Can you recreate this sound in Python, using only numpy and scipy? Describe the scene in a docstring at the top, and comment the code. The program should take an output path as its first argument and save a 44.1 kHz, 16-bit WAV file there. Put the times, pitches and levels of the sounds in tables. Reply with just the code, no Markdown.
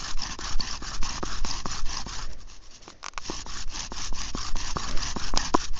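"""A bow drill on mossy ground in a still forest. For two seconds the bow saws steadily: each stroke
spins a wooden spindle that grinds in the fireboard and hisses in a dry husk socket. At many turns it
knocks in its hole; now and then it squeaks or the socket snaps. The arm stirs the air at the microphone.
Halfway the bow slows, the cord creaks, and dry snaps cluster in a short pause. Just after three seconds
the sawing resumes, with the hardest knocks near the end."""
import sys
import numpy as np
from scipy import signal
from scipy.fft import rfft, irfft, next_fast_len
from scipy.io import wavfile
from scipy.ndimage import map_coordinates

SR = 44100
rng = np.random.default_rng(int(sys.argv[2]) if len(sys.argv) > 2 else 0)


def wrap_up_sound(samples):
    """Save the sound to the file named by the first command line argument, as 16-bit audio."""
    columns = np.atleast_2d(samples).T
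    # keep every value between -1 and 1, then stretch to whole-number steps
    tamed = np.clip(columns, -1, 1)
    steps = np.round(tamed * 32767).astype(np.int16)
    wavfile.write(sys.argv[1], SR, steps)


N = 255642


def amp(db):
    """Decibels to gain."""
    return 10 ** (np.asarray(db) / 20)


def unit(x):
    """x at rms 1."""
    return x / np.sqrt(np.mean(x ** 2) + 1e-20)


def curve(rows):
    """(t/s, value) points to one value per sample."""
    return np.interp(np.arange(N) / SR, *np.transpose(rows))


def wobble(rate_hz):
    """Smooth random curve with knots at rate_hz."""
    return map_coordinates(rng.standard_normal(int(N * rate_hz / SR) + 4), [np.arange(N) * rate_hz / SR])


def filtered(x, response):
    """x through a frequency response."""
    size = next_fast_len(N + SR // 2)
    return irfft(rfft(x, size) * response(np.fft.rfftfreq(size, 1 / SR)), size)[:N]


def coloured(x, spectrum):
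    """x through (f/Hz, level/dB) points, at rms 1."""
    f_hz, db = np.transpose(spectrum)
    return unit(filtered(x, lambda hz: amp(np.interp(np.log(hz + 1), np.log(f_hz), db))))


def add(track, at_s, sound):
    """Mix a sound into the track."""
    part = track[max(round(at_s * SR), 0):][:len(sound)]
    part += sound[:len(part)]


def mode(t, hz, db, t60_s):
    """One damped resonance."""
    return amp(db - 60 * t / t60_s) * np.sin(2 * np.pi * hz * t)


def slips(rate_hz, spread_db):
    """Fibres catch and let go: random impulses of uneven size."""
    fires = rng.random(N) < rate_hz / SR
    size = amp(spread_db * np.clip(rng.standard_normal(N), -2.5, 2.5))
    return unit(fires * size * rng.choice([-1, 1], N))


# Ambient spectrum: f/Hz, level/dB
FOREST_SPECTRUM = [(59, -38.5), (100, -22), (177, -10.5), (306, -4), (698, -8.5), (1430, -16),
                   (2920, -19.5), (6080, -15.5), (8000, -44), (10400, -77.5), (17600, -120)]

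def forest():
    """Faint, steady noise of the still forest."""
    return amp(-62) * coloured(rng.standard_normal(N), FOREST_SPECTRUM)


# Eddy strength: t/s, level/dB
EDDY_LEVELS = [(0.0, -32), (0.56, -28), (1.45, -24), (2.35, -29), (2.65, -43), (3.12, -44.5), (3.31, -27.5),
               (3.65, -29.5), (4.95, -24), (5.35, -25.5), (5.8, -29.5)]
# Eddy spectrum: f/Hz, level/dB
EDDY_SPECTRUM = [(8, 5.5), (25, -6), (50, -12.5), (90, -21.5), (160, -32), (400, -42), (1000, -100)]

def eddies():
    """Stirred air buffets the microphone."""
    return amp(curve(EDDY_LEVELS) - 3) * coloured(rng.standard_normal(N), EDDY_SPECTRUM)


def wafts(flip_s=0.011, lag_s=0.006, half_length_s=0.035):
    """The arm's turn from pull to push swings the air pressure from low to high."""
    out, t = np.zeros(N), np.arange(-SR // 8, SR // 8) / SR
    swing = np.tanh(t / flip_s) * np.exp(-((t - lag_s) / half_length_s) ** 2)
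    starts_s, _, _, grind_db, _, _ = np.transpose(STROKES)
    for turn_s, pull_db, push_db in zip(starts_s[1::2], grind_db[::2], grind_db[1::2]):
        effort_db = 0.73 * pull_db + 0.27 * push_db
        add(out, turn_s + t[0], amp(effort_db + 28.5) * swing)
    return out


# Cord drags: t/s, half length/s, level/dB
CREAKS = [(2.3, 0.091, -50.5), (2.87, 0.15, -58), (3.33, 0.04, -49), (2.92, 0.039, -61),
          (4.929, 0.065, -40.5)]
# Creak spectrum: f/Hz, level/dB
CORD_SPECTRUM = [(150, -2.5), (300, -3), (450, -9.5), (600, -2.5), (850, -23), (2000, -12.5), (6000, -44)]

def cord_creaks():
    """The slack cord slips over the bow with a soft, low creak."""
    t = np.arange(N) / SR
    swell = sum(amp(db) * np.exp(-((t - at_s) / half_s) ** 2) for at_s, half_s, db in CREAKS)
    return swell * coloured(slips(rate_hz=860, spread_db=2.5), CORD_SPECTRUM)


# Spindle squeaks: t/s, level/dB, f/Hz
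SPINDLE_SQUEAKS = [(0.2203, -16.5, 5390), (0.2358, -16.5, 5130), (0.607, -11, 4510), (0.7115, -19, 5320),
                   (1.0934, -19.5, 5580), (1.5118, -15, 5050), (1.932, -20, 5610), (1.9707, -18, 5060),
                   (3.795, -22, 5430), (5.0315, -16.5, 4980)]

def squeaks(half_length_s=0.0028):
    """Polished wood sings briefly and roughly, rising in pitch as the spindle speeds up."""
    out, t = np.zeros(N), np.arange(-SR // 80, SR // 80) / SR
    swell = np.exp(-(t / half_length_s) ** 2)
    for at_s, db, hz in SPINDLE_SQUEAKS:
        drift_rad = np.cumsum(rng.normal(0, 0.16, len(t)))
        tone = np.sin(2 * np.pi * hz * t * (1 + 7 * t) + drift_rad)
        add(out, at_s + t[0] + 0.00087, amp(db - 6.5) * swell * tone)
    return out


# Socket and cord snaps: t/s, level/dB, relative body level/dB
DRY_SNAPS = [(0.174, -34, 0), (0.3882, -24, -10), (0.596, -27, -5), (1.029, -27, 3.5), (1.229, -28, 1),
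             (1.4477, -18.5, -2.5), (2.333, -30, -20), (2.88, -35.5, 3), (2.902, -31, -4),
             (3.0296, -25.5, -5.5), (3.0423, -22, -1.5), (3.0566, -32, -7), (3.0624, -17.5, -2.5),
             (3.0839, -17, -4.5), (3.1354, -35.5, -3), (3.1768, -18, 2), (3.185, -32.5, 5),
             (3.6778, -36, -5), (4.217, -15, -25), (4.5677, -19.5, -21), (4.9115, -17.5, -34),
             (4.974, -19, -8), (5.3614, -26.5, 3), (5.3748, -2.5, -32), (5.541, -13.5, -12)]
# Husk resonances: f/Hz, level/dB, t60/s
HUSK_MODES = [(1156, 5, 0.0081), (1400, -10.5, 0.019), (2350, 12, 0.0026), (4060, -4.5, 0.0071)]

def snaps(centre_hz=5580, ring_t60_s=0.0047, crack_t60_s=0.024, attack_s=0.00097):
    """A sudden slip gives a bright, rough crack and rings the dry husk."""
    out, t = np.zeros(N), np.arange(SR // 20) / SR
    attack = 1 - np.exp(-t / attack_s)
    for at_s, db, body_db in DRY_SNAPS:
        ring_hz = centre_hz * np.exp(rng.normal(0, 0.02))
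        body = sum(mode(t, hz, rng.normal(mode_db, 0.83), t60_s) for hz, mode_db, t60_s in HUSK_MODES)
        drift_rad = np.cumsum(rng.normal(0, 0.41, len(t)))
        ring = 3.2 * amp(-60 * t / ring_t60_s) * np.sin(2 * np.pi * ring_hz * t + drift_rad)
        crack = 0.28 * amp(-60 * t / crack_t60_s) * rng.standard_normal(len(t))
        add(out, at_s, amp(db - 1) * attack * (amp(body_db + 3.5) * body + ring + crack))
    return out


# Fireboard resonances: f/ring f, level/dB, t60/s
BOARD_MODES = [(0.652, -30.5, 0.015), (1.001, 6.5, 0.013), (1.268, -9, 0.0041)]

def knock(ring_hz, thump_db, thump_hz, contact_t60_s=0.0069):
    """One contact: the board rings briefly and thumps the damping soil."""
    t = np.arange(SR // 12) / SR
    thump = mode(t, thump_hz, thump_db, t60_s=0.023)
    ring = sum(mode(t, ring_hz * ratio, db - 9.5, t60_s) for ratio, db, t60_s in BOARD_MODES)
    contact = amp(-6 - 60 * t / contact_t60_s) * rng.standard_normal(len(t))
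    # minus: thump and ring blend into one full knock, with no hollow between them
    return ring - thump + contact


# Spindle knocks: t/s, level/dB, relative thump/dB, ring f/Hz, thump f/Hz, relative rebound/dB
SPINDLE_KNOCKS = [(0.390, -21.5, -5, 1110, 326, -28), (0.597, -29, 5.5, 980, 204, -18),
                  (0.823, -35.5, 8.5, 990, 290, -2), (1.0293, -27.5, 2.5, 970, 196, -14),
                  (1.1803, -19, -21, 1120, 250, -25), (1.2283, -14.5, -8, 1200, 280, -1),
                  (1.448, -21, -3.5, 900, 210, -9.5), (1.657, -14, -5, 1150, 163, -11),
                  (2.0649, -26.5, 1, 980, 190, -3.5), (2.8785, -30, -2, 840, 340, -18),
                  (3.2982, -20, 2, 960, 322, -7), (3.4637, -22.5, -13, 954, 220, -16),
                  (3.9192, -21, -5, 990, 252, -8.5), (4.1263, -24.5, -4, 1000, 230, -24),
                  (4.3496, -22.5, 5, 1100, 255, -10.5), (4.556, -20, -8.5, 1030, 198, -14),
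                  (4.7604, -27, 10.5, 980, 159, -15), (4.768, -10, -13, 1160, 346, -24),
                  (5.1626, -17.5, -1.5, 1020, 194, -1), (5.3378, -14.5, -6, 1060, 251, -21),
                  (5.3595, -23.5, -2, 1020, 243, -11), (5.3729, -11, -18, 980, 340, -27),
                  (5.5428, -7, -12, 1050, 295, -27), (5.5469, -5, -3.5, 1000, 287, -34),
                  (5.5498, -2, -10.5, 1020, 330, -27)]

def knocks(rebound_s=0.005545, cutoff_hz=1690):
    """The reversed cord tips the spindle against its hole; it rebounds once. Soft wood dulls both."""
    out = np.zeros(N)
    for at_s, db, thump_db, ring_hz, thump_hz, rebound_db in SPINDLE_KNOCKS:
        add(out, at_s, amp(db) * knock(ring_hz, thump_db, thump_hz))
        add(out, at_s + rebound_s, amp(db + rebound_db) * knock(ring_hz, thump_db=-1.5, thump_hz=296))
    return signal.sosfilt(signal.butter(4, cutoff_hz, fs=SR, output="sos"), out)


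def chirps(rate_hz, centre_hz, half_length_s, spread_db):
    """Brief stick-slip whistles, each with its own pitch and slight glide."""
    out, t = np.zeros(N), np.arange(-SR // 150, SR // 150) / SR
    times_s = np.flatnonzero(rng.random(N) < rate_hz / SR) / SR
    for at_s, (pitch, size, glide, length) in zip(times_s, rng.standard_normal((len(times_s), 4))):
        hz = centre_hz * np.exp(0.12 * np.clip(pitch, -2, 2))
        swell = np.exp(-(t / (half_length_s * np.exp(0.46 * length))) ** 2)
        tone = np.sin(2 * np.pi * hz * t * (1 + 5 * glide * t))
        add(out, at_s, amp(spread_db * min(size, 2)) * swell * tone)
    return unit(out)


def wandering_contact(x, depth_db, width_hz, life_s):
    """The contact point wanders, so narrow bands swell and fade."""
    hz, times_s, spectra = signal.stft(x, SR, nperseg=512)
    grid = np.meshgrid(hz / width_hz, times_s / life_s, indexing="ij")
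    patches = map_coordinates(rng.standard_normal((160, 900)), grid, order=1, mode="wrap")
    return unit(signal.istft(spectra * amp(depth_db * patches), nperseg=512)[1][:N])


# Bow strokes, pull first, then alternating: start/s, end/s, hiss/dB, grind/dB, run-up/s, run-down/s
STROKES = [(-0.044, 0.158, -36.5, -41, 0.04, 0.051), (0.155, 0.372, -38.5, -42, 0.059, 0.034),
           (0.376, 0.576, -37.5, -38.5, 0.043, 0.065), (0.561, 0.801, -37.5, -41.5, 0.1, 0.058),
           (0.794, 1.01, -39.5, -40.5, 0.045, 0.078), (1.003, 1.211, -38, -40, 0.04, 0.039),
           (1.207, 1.441, -38.1, -40, 0.054, 0.11), (1.419, 1.637, -37.5, -42, 0.056, 0.041),
           (1.63, 1.843, -37.0, -40, 0.07, 0.087), (1.836, 2.046, -38, -41.5, 0.051, 0.036),
           (2.044, 2.289, -38, -41.5, 0.047, 0.11), (2.269, 2.356, -53.5, -58, 0.045, 0.029),
           (2.371, 2.444, -52, -59.5, 0.041, 0.034), (2.458, 2.597, -49.5, -57.5, 0.046, 0.072),
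           (2.595, 2.701, -54, -62.5, 0.052, 0.042), (2.679, 2.818, -51, -63, 0.05, 0.08),
           (2.792, 2.949, -52.5, -62.5, 0.044, 0.045), (3.171, 3.44, -37.5, -46.5, 0.14, 0.027),
           (3.444, 3.654, -38.1, -44.5, 0.053, 0.039), (3.664, 3.893, -36.5, -42.5, 0.124, 0.048),
           (3.9, 4.119, -36.5, -44, 0.061, 0.08), (4.117, 4.322, -36.3, -43, 0.067, 0.03),
           (4.321, 4.541, -37, -41.5, 0.064, 0.069), (4.54, 4.748, -36.8, -42, 0.036, 0.041),
           (4.736, 4.967, -37.7, -39.5, 0.05, 0.093), (4.944, 5.151, -37, -41, 0.043, 0.042),
           (5.143, 5.334, -38.5, -40, 0.031, 0.06), (5.339, 5.523, -34.0, -39, 0.047, 0.057),
           (5.523, 5.708, -37.5, -42, 0.032, 0.079), (5.711, 5.917, -40.5, -44.1, 0.096, 0.04)]

def bowing(idle_hiss_db=-73, idle_grind_db=-71.5, reversal_half_s=0.015):
    """Each stroke runs up, holds and runs down. Gives hiss/dB, grind/dB and lean (0 pull, 1 push)."""
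    hiss, grind = np.full(N, amp(idle_hiss_db)), np.full(N, amp(idle_grind_db))
    ramp = lambda share: np.sin(np.pi / 2 * np.clip(share, 0, 1))
    lean = []
    for k, (start_s, end_s, hiss_db, grind_db, up_s, down_s) in enumerate(STROKES):
        t = np.arange(max(start_s, 0), end_s, 1 / SR)
        speed = ramp((t - start_s) / up_s) * ramp((end_s - t) / down_s)
        friction = speed ** 1.5
        easing = ((t - start_s) / (end_s - start_s) - 0.57) ** 2  # hand presses hardest past the middle
        add(hiss, start_s, amp(hiss_db - 14.5 * easing) * friction)
        add(grind, start_s, amp(grind_db - 24.5 * easing) * friction)
        lean += [(start_s + reversal_half_s, k % 2), (end_s - reversal_half_s, k % 2)]
    return 20 * np.log10(hiss), 20 * np.log10(grind), curve(lean)


# Socket spectra: f/Hz, level/dB
SOCKET_PULL = [(1200, -35), (2150, -13.5), (2800, -10), (3600, -8), (4300, -6.5), (5000, -6.5), (5400, -2),
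               (6000, -7), (6800, -6), (7300, -17), (8500, -19)]
SOCKET_PUSH = [(1200, -24.5), (2150, -18), (2700, -4.5), (3700, -9), (4400, -5), (5000, -4.5), (5400, -3),
               (5750, -2.5), (6700, -6), (7300, -19), (8500, -19.5)]
# Fireboard spectra: f/Hz, level/dB
BOARD_PULL = [(100, -4.5), (200, -7.5), (380, -14.5), (560, -22.5), (750, -11.5), (940, -9.5), (1130, -2),
              (1450, -8.5), (1780, -7.5), (2120, -22), (2800, -16), (4000, -31), (7000, -41.5)]
BOARD_PUSH = [(100, -7), (270, -3), (420, -17.5), (580, -17), (750, -9), (900, -5), (1090, -0.5),
              (1420, -13), (1750, -5), (2150, -14), (2600, -15.5), (4000, -23.5), (7000, -46)]

def grinding(nominal_spin_hz=50):
    """Both spindle ends scrape; the uneven tip bears harder once a turn and spins faster mid-stroke."""
    hiss_db, grind_db, lean = bowing()
    # pull and push lean the spindle on opposite walls, each with its own resonances
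    walls = lambda x, pull, push: (1 - lean) * coloured(x, pull) + lean * coloured(x, push)
    speed = amp(0.28 * np.minimum(hiss_db + 35.5, 0))
    turns = np.cumsum(nominal_spin_hz * speed * np.exp(0.18 * wobble(8.1))) / SR
    bearing = np.sin(2 * np.pi * turns) + 0.42 * np.sin(4 * np.pi * turns)
    chatter = wobble(260)
    grit = slips(rate_hz=240, spread_db=1)  # charred crumbs break, ticking through both ends

    socket = walls(slips(rate_hz=9000, spread_db=1.5) + 0.63 * grit, SOCKET_PULL, SOCKET_PUSH)
    socket = wandering_contact(socket, depth_db=3, width_hz=266, life_s=0.018)
    socket += 0.56 * chirps(rate_hz=200, centre_hz=5633, half_length_s=0.0029, spread_db=1.5)
    socket *= amp(0.25 * bearing + chatter + 1.77 * wobble(70))

    board = walls(slips(rate_hz=3500, spread_db=1) + 0.18 * grit, BOARD_PULL, BOARD_PUSH)
    board = wandering_contact(board, depth_db=3.5, width_hz=151, life_s=0.025)
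    board *= amp(0.38 * bearing + 1.7 * chatter + 0.39 * wobble(90))
    return amp(hiss_db + 0.76) * unit(socket) + amp(grind_db + 1.5) * unit(board)


def scene():
    """Mono mix in the open, no echo."""
    drill = grinding() + knocks() + snaps() + squeaks() + cord_creaks()
    return (drill + wafts() + eddies() + forest())[None]


def record(dry):
    """Steep microphone band limit."""
    cutoff_hz = 7280
    return filtered(dry[0], lambda hz: 1 / np.sqrt(1 + (hz / cutoff_hz) ** 44))[None]


dry = scene()
out = record(dry)
wrap_up_sound(out)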